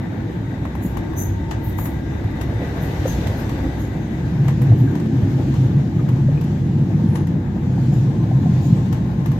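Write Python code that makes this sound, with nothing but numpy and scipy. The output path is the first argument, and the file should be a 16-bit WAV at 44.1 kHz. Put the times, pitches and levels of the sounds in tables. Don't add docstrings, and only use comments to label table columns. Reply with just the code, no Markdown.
import sys
import numpy as np
from scipy import signal
from scipy.fft import rfft, irfft, next_fast_len
from scipy.io import wavfile
from scipy.ndimage import uniform_filter1d, map_coordinates

SR = 44100
rng = np.random.default_rng(int(sys.argv[2]) if len(sys.argv) > 2 else 0)


def convert_level_to_amplitude(level_db):
    exponent = np.asarray(level_db, float) / 20
    return 10 ** exponent


def digitize_waveform(pressure):
    field = np.atleast_2d(pressure).T
    bounded = np.clip(field, -1, 1)
    quanta = np.round(bounded * 32767).astype(np.int16)
    wavfile.write(sys.argv[1], SR, quanta)


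N = 414082

# time_s, level_db
RAIL_ROUGHNESS = [(0, 1.5), (.5, 0.5), (1.4, -1), (2.5, -0.5), (3.4, 0.5), (4.2, -0.5), (4.8, 1),
                  (5.4, -0.5), (6.0, -1), (6.5, -1), (7.0, 1.5), (7.6, -1), (8.0, 0.2), (8.5, 0.5),
                  (8.9, -0.5), (9.15, -2), (9.39, -1)]
DECK_FROM_S, DECK_RAMP_S = 4.125, 0.48


def unit(x):
    return x / np.sqrt(np.mean(x ** 2) + 1e-20)


def along(points, hz):
    f, v = np.transpose(points)
    return np.interp(np.log(hz + 1), np.log(f + 1), v)


def curves(rows):
    s, *cols = np.transpose(rows)
    return [np.interp(np.arange(N) / SR, s, c) for c in cols]


def wobble(rate_hz, size=N):
    knots = rng.standard_normal(int(size * rate_hz / SR) + 4)
    return map_coordinates(knots, [np.arange(size) * rate_hz / SR])


def ramp(start_s, length_s):
    return np.sin(np.pi / 2 * np.clip((np.arange(N) / SR - start_s) / length_s, 0, 1)) ** 2


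def bump(centre_s, half_s, edge=2):
    coarse_s = np.arange(0, N, 64) / SR
    return np.exp(-np.abs((coarse_s - centre_s) / half_s) ** edge).repeat(64)[:N]


def passing():
    return bump(3.08, 0.73, edge=2.8)


def settled():
    return ramp(DECK_FROM_S, 3.03)


def filtered(x, response):
    m = next_fast_len(N + 8192)
    return irfft(rfft(x, m) * response(np.fft.rfftfreq(m, 1 / SR)), m)[..., :N]


def spread(pair):
    # pitch_hz, left-right likeness [0..1]
    likeness = [(25, .978), (60, .993), (150, .994), (290, .93), (420, .8), (600, .78), (800, .55),
                (1300, 0), (15000, 0)]
    turn = lambda hz: np.arccos(np.clip(along(likeness, hz), -1, 1)) / 2
    mid, side = filtered(pair, lambda hz: np.array([np.cos(turn(hz)), np.sin(turn(hz))]))
    return np.array([mid + side, mid - side])


def steadied(x, window_s, share):
    power = np.abs(uniform_filter1d(x ** 2, max(int(window_s * SR), 1), axis=-1)) + 1e-4 * np.mean(x ** 2)
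    return unit(x * power ** (-share / 2))


def rush(spectrum, patchy_db):
    z = signal.stft(rng.standard_normal((2, N)), nperseg=512)[2]
    field = uniform_filter1d(rng.standard_normal(z.shape[1:]), size=5, axis=0)
    field = uniform_filter1d(field, size=12, axis=1)
    pair = signal.istft(z * convert_level_to_amplitude(patchy_db * unit(field)), nperseg=512)[1][:, :N]
    return unit(filtered(pair, lambda hz: convert_level_to_amplitude(along(spectrum, hz))))


def narrow(hz, width_hz, size=N):
    phase = 2 * np.pi * np.cumsum(hz * np.ones(size)) / SR
    bands = [wobble(width_hz, size) * np.cos(phase) + wobble(width_hz, size) * np.sin(phase)
             for _ in range(2)]
    return unit(np.array(bands))


def cabin_levels():
    # time_s, level_db
    draught = [(0.0, -57.5), (1.67, -56), (2.46, -54.5), (3.11, -47), (3.71, -52), (4.0, -55), (4.6, -53),
               (4.84, -54.5), (5.6, -51), (5.75, -54), (7.14, -54.5), (7.43, -58), (7.66, -55.5),
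               (7.87, -51.5), (8.29, -55), (8.66, -50), (9.05, -55), (9.39, -54.5)]
    # over_draught_db, share of draught swing, passing_db, settled_db
    layers = [(15, 0.13, 4.5, -0.5), (7.5, 0.03, 4.5, -3.5), (1.66, 1.24, -0.91, -0.64), (-11, 0.9, 3, -1.5)]
    leak_db, = curves(draught)
    mean_db = leak_db.mean()
    near, calm = passing(), settled()
    return [mean_db + db + share * (leak_db - mean_db) + pass_db * near + calm_db * calm
            for db, share, pass_db, calm_db in layers]


def cabin():
    # pitch_hz, density_db
    roar_spectrum = [(240, -14.5), (400, 2.5), (426, -5), (471, 1), (617, -3.5), (889, -3), (991, -10.5),
                     (1300, -17), (1690, -28.5), (2860, -120)]
    # pitch_hz, density_db
    ring_spectrum = [(900, -40), (1150, -7), (1330, -8.5), (1520, 0), (1620, 0), (1780, 0), (1980, -2.5),
                     (2200, -4.5), (2600, -11), (3300, -15), (3700, -12), (4100, -15.5), (4600, -42.5),
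                     (7000, -120)]
    # pitch_hz, density_db
    hiss_spectrum = [(1500, -42.5), (2400, -4), (3200, -4.5), (4000, -6), (5600, -9.5), (6500, -7.5),
                     (8000, -16.5), (9100, -32.5), (11000, -62.5), (16000, -120)]
    # pitch_hz, density_db
    top_spectrum = [(5290, -50), (9000, -13.5), (9540, -7.5), (11100, -0.5), (11600, 0.5), (15100, -4.5),
                    (15700, -17)]
    roar_db, ring_db, hiss_db, top_db = cabin_levels()
    rough_db, = curves(RAIL_ROUGHNESS)
    jolt_db = 0.35 * wobble(8.7) + 1.0 * wobble(30)
    roar = convert_level_to_amplitude(roar_db + 0.29 * rough_db + 1.1 * jolt_db) * rush(roar_spectrum, patchy_db=0.74)
    ring = convert_level_to_amplitude(ring_db + 0.24 * rough_db + 0.8 * jolt_db) * rush(ring_spectrum, patchy_db=0.9)
    hiss = convert_level_to_amplitude(hiss_db + 0.33 * jolt_db) * rush(hiss_spectrum, patchy_db=1.5)
    top = convert_level_to_amplitude(top_db + 0.9 * jolt_db) * rush(top_spectrum, patchy_db=-2.0)
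    return spread(roar + ring + hiss + top)


def drive():
    # time_s, level_db
    hum_level = [
        (0, -37),
        (.3, -36),
        (.6, -54),
        (1, -33.5),
        (3.6, -42),
        (4.0, -44),
        (4.4, -40),
        (5, -38),
        (6, -43),
        (9.39, -50.5),
    ]
    hum_phase = 2 * np.pi * np.cumsum(321 + 1.46 * wobble(4.8)) / SR
    hum = convert_level_to_amplitude(curves(hum_level)[0] + 1.8 * wobble(3.6)) * np.sin(hum_phase + np.array([[0.9], [-0.9]]))

    deck = ramp(DECK_FROM_S, DECK_RAMP_S)
    gear_db = -56.5 - 14 * (1 - ramp(-1.95, 3.4)) - 13 * deck
    inverter_db = -51.5 - 22 * (1 - ramp(8.0, 0.12))
    rail_db = -48 - 12 * (1 - deck)
    gear = convert_level_to_amplitude(gear_db) * narrow(1604, width_hz=11)
    inverter = convert_level_to_amplitude(inverter_db) * narrow(1044 + 6 * wobble(4), width_hz=35)
    motor_pull = convert_level_to_amplitude(-46) * bump(1.45, 1, edge=1.6) * narrow(904.5, width_hz=45)

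    discs = convert_level_to_amplitude(gear_db + 3) * narrow(1965, width_hz=110) + convert_level_to_amplitude(gear_db - 5.5) * narrow(3660, width_hz=120)
    discs = discs * convert_level_to_amplitude(3 * passing() + 2.8 * wobble(13))
    rail = spread(convert_level_to_amplitude(rail_db) * narrow(469, width_hz=35))
    return hum + gear + inverter + motor_pull + discs + rail


def chirps():
    # start_s, length_s, from_hz, to_hz, width_hz, level_db
    light_slips = [(0.81, .09, 11100, 11150, 500, -58), (.81, .08, 15200, 14900, 700, -58),
                   (1.602, 0.13, 12000, 13300, 700, -53), (1.615, .13, 14900, 14600, 1800, -51),
                   (1.17, 0.11, 12300, 14000, 350, -46), (1.77, 0.11, 13500, 13400, 600, -52),
                   (3.05, 0.15, 6150, 6200, 600, -48), (2.95, 0.38, 3200, 3300, 2800, -50.5),
                   (4.96, .08, 11700, 11750, 300, -67), (7.07, .06, 10250, 10400, 350, -65),
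                   (7.09, 0.13, 10650, 10950, 300, -58), (7.173, 0.098, 10850, 10900, 250, -70),
                   (8.565, 0.028, 14800, 14750, 300, -66)]
    out = np.zeros((2, N))
    for s, length_s, from_hz, to_hz, width_hz, db in light_slips:
        start, size = round(s * SR), round(length_s * SR)
        squeal = narrow(np.linspace(from_hz, to_hz, size), width_hz, size) * convert_level_to_amplitude(4.6 * wobble(83, size))
        out[:, start:start + size] += convert_level_to_amplitude(db) * signal.windows.tukey(size, 0.85) * squeal
    return out


def squeaks():
    # peak_s, hold_s, note_db, note_hz, rasp_db
    seal_slips = [(.3, .06, -72, 6330, -74), (0.829, 0.03, -53, 6760, -47.5),
                  (1.179, 0.044, -38.5, 6170, -41), (1.648, .055, -82, 6600, -51.5),
                  (1.785, 0.064, -54, 6670, -42), (2.826, 0.016, -68, 6170, -50.5),
                  (3.078, 0.023, -42.5, 6300, -46), (3.372, .03, -62, 6300, -55.5),
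                  (3.797, 0.042, -55, 6440, -57.5), (4.78, 0.024, -63, 6560, -59),
                  (7.932, .03, -54, 6700, -63), (8.63, 0.046, -52.5, 6680, -60.5)]
    # pitch_hz, density_db
    rasp_spectrum = [(3290, -56), (5600, -22), (6240, -7), (6570, -10), (8570, -15.5), (9220, -19),
                     (10900, -4.5), (13100, -2.5), (15700, -8)]
    out, scrape, size = np.zeros((2, N)), rush(rasp_spectrum, patchy_db=4.0), SR // 3
    t = np.arange(size) / SR - 0.06
    for s, hold_s, note_db, note_hz, rasp_db in seal_slips:
        start = round((s + t[0]) * SR)
        after_s = np.clip(t - hold_s, 0, 1)
        climb_hz = 1400 * after_s

        clear_db = 0.65 * (note_db + 32) - 69 * after_s
        clear = convert_level_to_amplitude(clear_db) * narrow(note_hz - 60 + climb_hz, 200, size)
        broad = narrow(note_hz + 170 + climb_hz, 450, size) + 0.52 * narrow(note_hz + 650, 1100, size)
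        note = clear + 0.5 * convert_level_to_amplitude(-10 * np.clip(t, 0, 1)) * broad

        rasp_hz = 2.01 * note_hz - 1500 * after_s
        rasp = 0.64 * narrow(rasp_hz, 1200, size) + 0.89 * scrape[:, start:start + size]

        rise_db = 1104 * np.clip(t, -1, 0)
        slip = convert_level_to_amplitude(1.4 * wobble(300, size) + 0.7 * wobble(60, size) + rise_db)
        slip = slip * signal.windows.tukey(size, 0.15)
        note_gain = convert_level_to_amplitude(note_db + 3.5 - 146 * after_s)
        rasp_gain = convert_level_to_amplitude(rasp_db + 3.0 - 221 * after_s)
        out[:, start:start + size] += slip * (note_gain * note + rasp_gain * rasp)
    return out


def interior(size):
    # pitch_hz, t60_s
    decay = [(500, 0.15), (3000, 0.28), (12000, 0.15)]
    hz, t, z = signal.stft(rng.standard_normal((2, size)), SR, nperseg=256)
    z = z * convert_level_to_amplitude(-60 * t / along(decay, hz)[:, None])
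    tail = signal.istft(z, SR, nperseg=256)[1][:, :size]
    return tail / np.linalg.norm(tail[0])


def ticks():
    # start_s, peak_db, low_db, top_db, left_right_db
    snaps = [(0.0266, -49.5, 10, -9, 5), (2.2388, -46.5, 10, -7.5, 0), (2.3082, -50, -4, -7.5, 4),
             (2.3555, -49, 5.5, -7.5, -7), (3.078, -32.5, 0, -15, -2), (4.7608, -52, -9, -6.5, -1.5),
             (5.055, -43.5, 3.5, -17.5, -1.5), (0.6504, -41.5, 15, -12, -7), (0.75, -42.5, 12.5, -8, 9.5),
             (0.9687, -32.5, 7, -10.5, 2), (1.133, -52, 20, -3.5, 8.5), (1.509, -27.5, 5.5, -17, 0.5),
             (1.784, -35, 10, -10.5, 2), (1.8537, -33, 8, -5, -1), (2.4104, -28.5, 3, -11.5, 3.5),
             (3.2688, -28, 1.5, -11.5, -5.5), (3.492, -31, 4.5, -11, -1), (4.4806, -27.5, 4.5, -13, -3),
             (4.6157, -35.5, 9, -4, -3.5), (4.9513, -33, 5, -15, -3), (4.998, -37.5, 6, -14.5, -5),
             (5.5386, -37, 7, -14.5, 1), (6.0868, -35, 6.5, -12.5, -2.5), (6.4097, -36, 3.5, -11, 5.5),
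             (6.4384, -40, -2.5, -9.5, 1.5), (7.1542, -29, 2, -16, 1), (7.2682, -37, 4, -12, -4),
             (8.9253, -30, 3, -13, 3.5), (9.257, -32.5, 6, -10.5, -2), (9.3145, -37, 6.5, -9, -5)]
    # (Hz, dB)
    panel = [(350, -44.5), (650, 3.0), (1000, 4.0), (1400, -9.0), (1900, -3.5), (2600, -16.5), (3500, -43.5)]
    trim = [(2000, -40.0), (2700, 4.5), (5000, -3.5), (6500, -0.5), (8300, -10), (9500, -17.5), (10500, -43.5)]
    shine = [(8800, -47.0), (10500, -2), (12000, 3.5), (15500, -7.0)]
    t = np.arange(SR // 4) / SR
    bands = np.zeros((3, 2, N + len(t)))
    for s, db, low_db, top_db, pan_db in snaps:
        rattle = 0.15 * convert_level_to_amplitude(-60 * np.clip(t - 0.005, 0, 1) / 0.022) * rng.standard_normal((2, len(t)))
        sound = (rattle + convert_level_to_amplitude(8.0) * interior(len(t))) * np.clip(t / 0.0024, 0, 1)
        sound = sound * convert_level_to_amplitude([[db + pan_db / 4], [db - pan_db / 4]])
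        band_gain = convert_level_to_amplitude([low_db + 21.5, 11, top_db + 17.0])[:, None, None]
        start = round(s * SR)
        bands[..., start:start + len(t)] += band_gain * sound
    return sum(filtered(band, lambda hz: convert_level_to_amplitude(along(response, hz)))
               for band, response in zip(bands[..., :N], [panel, trim, shine]))


def knocks():
    # start_s, peak_db, pitch_hz, t60_s, left_right_db
    panel_bumps = [(.845, -11, 234, 0.023, -1), (.855, -16, 211, 0.061, 1), (2.613, -25, 510, 0.033, 0),
                   (3.1, -42, 1650, .05, 0), (3.118, -42, 1630, .05, -2), (3.339, -36, 546, .03, 0),
                   (6.078, -29, 503, 0.035, 1), (6.284, -26, 550, .03, 0), (3.22, -31, 483, 0.041, 9),
                   (4.461, -42, 870, .02, 2), (4.716, -26, 670, 0.016, -4), (4.872, -39.5, 1590, 0.065, -1),
                   (5.394, -30.5, 694, 0.019, -1), (5.99, -42.5, 1214, 0.068, 7),
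                   (6.371, -44, 2470, 0.064, 5), (7.775, -33, 780, 0.036, -4),
                   (8.31, -29.5, 752, 0.078, -5), (8.455, -29, 722, .1, -3), (7.92, -31.5, 733, .06, -3),
                   (8.64, -34, 708, 0.072, -4)]
    passing_bump = (3.0536, -11.5, 520, 0.014, 1.5)
    overtones = [(1.55, -14.5), (2.4, -25)]
    out, t = np.zeros((2, N + SR)), np.arange(SR // 8) / SR
    for s, db, hz, t60_s, pan_db in panel_bumps + [passing_bump]:
        swell = np.clip(t / 0.0065, 0, 1) ** 0.78 * convert_level_to_amplitude(-60 * np.clip(t - 0.006, 0, 1) / t60_s)
        sound = np.sin(2 * np.pi * hz * t * (1 + 0.31 * t))
        if db > -20:
            for ratio, part_db in overtones:
                sound = sound + convert_level_to_amplitude(part_db) * np.sin(2 * np.pi * ratio * hz * t)
        if db < -20:
            sound = sound + 0.56 * narrow(hz, 0.46 * hz, len(t))
        start = round(s * SR)
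        out[:, start:start + len(t)] += convert_level_to_amplitude([[db + pan_db / 2], [db - pan_db / 2]]) * swell * sound
    return out[:, :N]


def joints():
    # start_s, peak_db, pitch_hz
    thumps = [(1.0, -20, 118), (1.542, -12.5, 109), (1.668, -14.5, 91), (2.243, -11.5, 99.6),
              (3.032, -16, 91.5), (3.282, -11, 98), (3.834, -16, 110.5), (4.239, -12, 123),
              (4.329, -10.5, 147), (4.409, -16, 120), (4.454, -7.5, 131), (4.483, -8, 135),
              (4.612, -9.5, 124), (4.642, -5, 132), (4.701, -5, 116.5), (4.72, -7.5, 120), (4.806, -7, 120),
              (4.861, -8, 122), (4.89, -7, 126), (5.225, -6.5, 105.2), (5.575, -8, 133), (5.644, -6, 124.4),
              (5.762, -7.5, 146), (6.107, -8, 128), (6.222, -15, 126), (6.934, -14, 138.5),
              (7.086, -5, 134.4), (7.876, -7.5, 135), (7.956, -7.5, 119), (8.347, -5, 143.4),
              (8.46, -13.5, 172), (8.722, -4, 129), (8.783, -11.5, 126)]
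    rise_s, t60_s = 0.011, 0.12
    out, t = np.zeros(N + SR), np.arange(SR // 5) / SR
    swell = np.sin(np.pi / 2 * np.clip(t / rise_s, 0, 1)) ** 2
    swell = swell * convert_level_to_amplitude(-60 * np.clip(t - rise_s, 0, 1) / t60_s)
    for s, db, hz in thumps:
        start = round(s * SR)
        out[start:start + len(t)] += convert_level_to_amplitude(db - 2.5) * swell * np.sin(2 * np.pi * hz * t)
    return out[:N]


def part_levels():
    # centre_s, damping_db, half_length_s
    piers = [
        (5.014, 8, 0.12),
        (5.878, 3, 0.051),
        (6.592, 1.5, 0.2),
        (7.484, 6, 0.21),
        (9.127, 3, 0.12),
    ]
    # centre_s, level_db,
    # pitch_hz, length_s
    patches = [(0.845, 3.5, 185.0, 0.12), (1.213, 3.5, 135.0, 0.21), (1.303, 14.5, 101.3, 0.21),
               (2.524, 9.5, 101.0, 0.19), (3.064, 8, 101.0, 0.16), (3.067, 2, 135.0, 0.27),
               (3.14, 6.5, 64.6, 0.27), (3.275, 10, 102, 0.06), (3.638, 7, 65.0, 0.16),
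               (4.347, 2.5, 65.0, 0.14), (4.475, -4.5, 135.6, 0.35), (4.67, 2, 134, 0.11),
               (4.717, 11, 101.0, 0.32), (5.154, 4.5, 135.0, 0.092), (5.34, 5.5, 101.6, 0.22),
               (5.499, 3.5, 65.0, 0.24), (5.703, 6.5, 101.0, 0.08), (6.1, 6.5, 135.0, 0.1),
               (6.13, -0.5, 101.0, 0.06), (6.289, 6, 137, 0.13), (6.962, 2.5, 135.0, 0.11),
               (7.113, -4, 137, 0.18), (7.13, -1.5, 101.5, 0.19), (7.8, 4, 136, 0.11),
               (8.467, 6.5, 186, 0.097), (8.6, 4, 136, 0.044), (8.65, 1.5, 100, 0.16),
               (8.728, 4.5, 185.0, 0.05), (8.739, 3.5, 132, 0.061), (8.94, 2, 65.0, 0.12),
               (.1, 1, 180.6, 0.78),
        (.1, -15.5, 73, 0.72),
        (.1, -4.5, 282, 0.99),
        (1.766, 5.5, 98, 0.34),
        (3.656, 7.5, 284, 0.082),
        (4.403, 9, 141, 0.27),
        (5.156, 2, 279, 0.88),
    ]
    part_calm_db = [1, 3.5, -1.5, 2.5, -4.5]
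    part_wake_db = [1.1, 0.98, 1.5, 0.8, 0.84]
    entry_lag_s = [0.25, 0.23, 0.01, -0.31, 0.35]
    # pitch_hz, ground_db, deck_rise_db, share of roughness, share of pier damping
    parts = [(64.5, -29, -5, -2.5, 0.1),
             (94, -29, 2, 1, 0.7),
             (133.5, -30.5, 12.5, 0.5, 1.1),
             (186, -31, 6, 1.08, -0.04),
             (308, -32, 6.5, 1.1, 0.14)]
    reach_octaves = 0.17
    rough_db, calm, near = curves(RAIL_ROUGHNESS)[0], settled(), passing()
    pier_db = sum(db * bump(s, half_s) for s, db, half_s in piers)
    lifts = [(db * bump(s, length_s / 2), hz) for s, db, hz, length_s in patches]
    levels = []
    for part, calm_db, wake_db, lag_s in zip(parts, part_calm_db, part_wake_db, entry_lag_s):
        part_hz, ground_db, deck_db, rough, pier = part
        level_db = ground_db + deck_db * ramp(DECK_FROM_S + lag_s, DECK_RAMP_S)
        level_db = level_db + calm_db * calm + wake_db * near + rough * rough_db - pier * pier_db
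        for lift_db, hz in lifts:
            level_db = level_db + lift_db * np.exp(-(np.log2(hz / part_hz) / reach_octaves) ** 2)
        levels.append(level_db)
    return levels


def rolling():
    # pitch_hz, density_db
    thud_spectrum = [(12, -32), (25, -20.5), (40, -13.5), (52, -5), (62, 3.5), (75, 1), (88, -14),
                     (110, -46.5), (200, -120)]
    # pitch_hz, density_db
    boom_spectrum = [(120, -52.5), (150, -3.5), (172, 0.5), (192, -6), (212, -3.5), (240, -7.5),
                     (280, -53.5), (500, -120)]
    # pitch_hz, density_db
    wall_spectrum = [(150, -120), (215, -51), (250, -0.5), (270, 2.5), (298, -2.5), (325, 0.5), (360, -7),
                     (420, -15.5), (520, -56.5), (900, -120)]
    # time_s, pitch_hz
    drum_pitch = [
        (0, 135),
        (4.3, 135),
        (5.0, 124),
        (5.4, 126),
        (6.2, 135),
        (7.2, 146),
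        (7.7, 128),
        (8.4, 134),
        (8.9, 126),
        (9.39, 135),
    ]
    thud_db, low_db, high_db, boom_db, wall_db = part_levels()
    thud = steadied(rush(thud_spectrum, patchy_db=1.0), window_s=0.11, share=0.54)
    low = steadied(narrow(101 + 4 * wobble(3), width_hz=26), window_s=0.16, share=0.78)
    high_hz = curves(drum_pitch)[0] + 4 * wobble(3)
    high = steadied(narrow(high_hz, width_hz=30), window_s=0.17, share=0.42)
    boom = steadied(rush(boom_spectrum, patchy_db=-1.0), window_s=0.15, share=0.2)
    walls = steadied(rush(wall_spectrum, patchy_db=2.0), window_s=0.17, share=0.63)
    drums = convert_level_to_amplitude(low_db - 1.5) * low + convert_level_to_amplitude(high_db - 1.5) * high
    shell = convert_level_to_amplitude(boom_db - 0.47) * boom + convert_level_to_amplitude(wall_db - 0.17) * walls
    return spread(convert_level_to_amplitude(thud_db - 2.5) * thud + drums + shell)


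def scene():
    return cabin() + drive() + chirps() + squeaks() + ticks() + knocks() + joints() + rolling()


def band_limit(x):
    return signal.sosfilt(signal.butter(12, 15860, fs=SR, output="sos"), x)


def record(dry):
    # pitch_hz, left_right_db
    port_colour = [(60, -0.5), (200, 0.5), (380, 1), (600, -1), (1200, 9.5), (2400, 4.5), (4400, -1.5),
                   (7000, 3.5), (8400, -14.5), (9300, 1), (10300, 5.5), (12000, 11), (15000, -3.5)]
    band_limit_hz = 15860
    sides = np.array([[1], [-1]])
    ports = filtered(dry, lambda hz: (hz < band_limit_hz) * convert_level_to_amplitude(along(port_colour, hz) / 2 * sides + 1.0))
    return band_limit(ports)


dry = scene()
out = record(dry)
digitize_waveform(out)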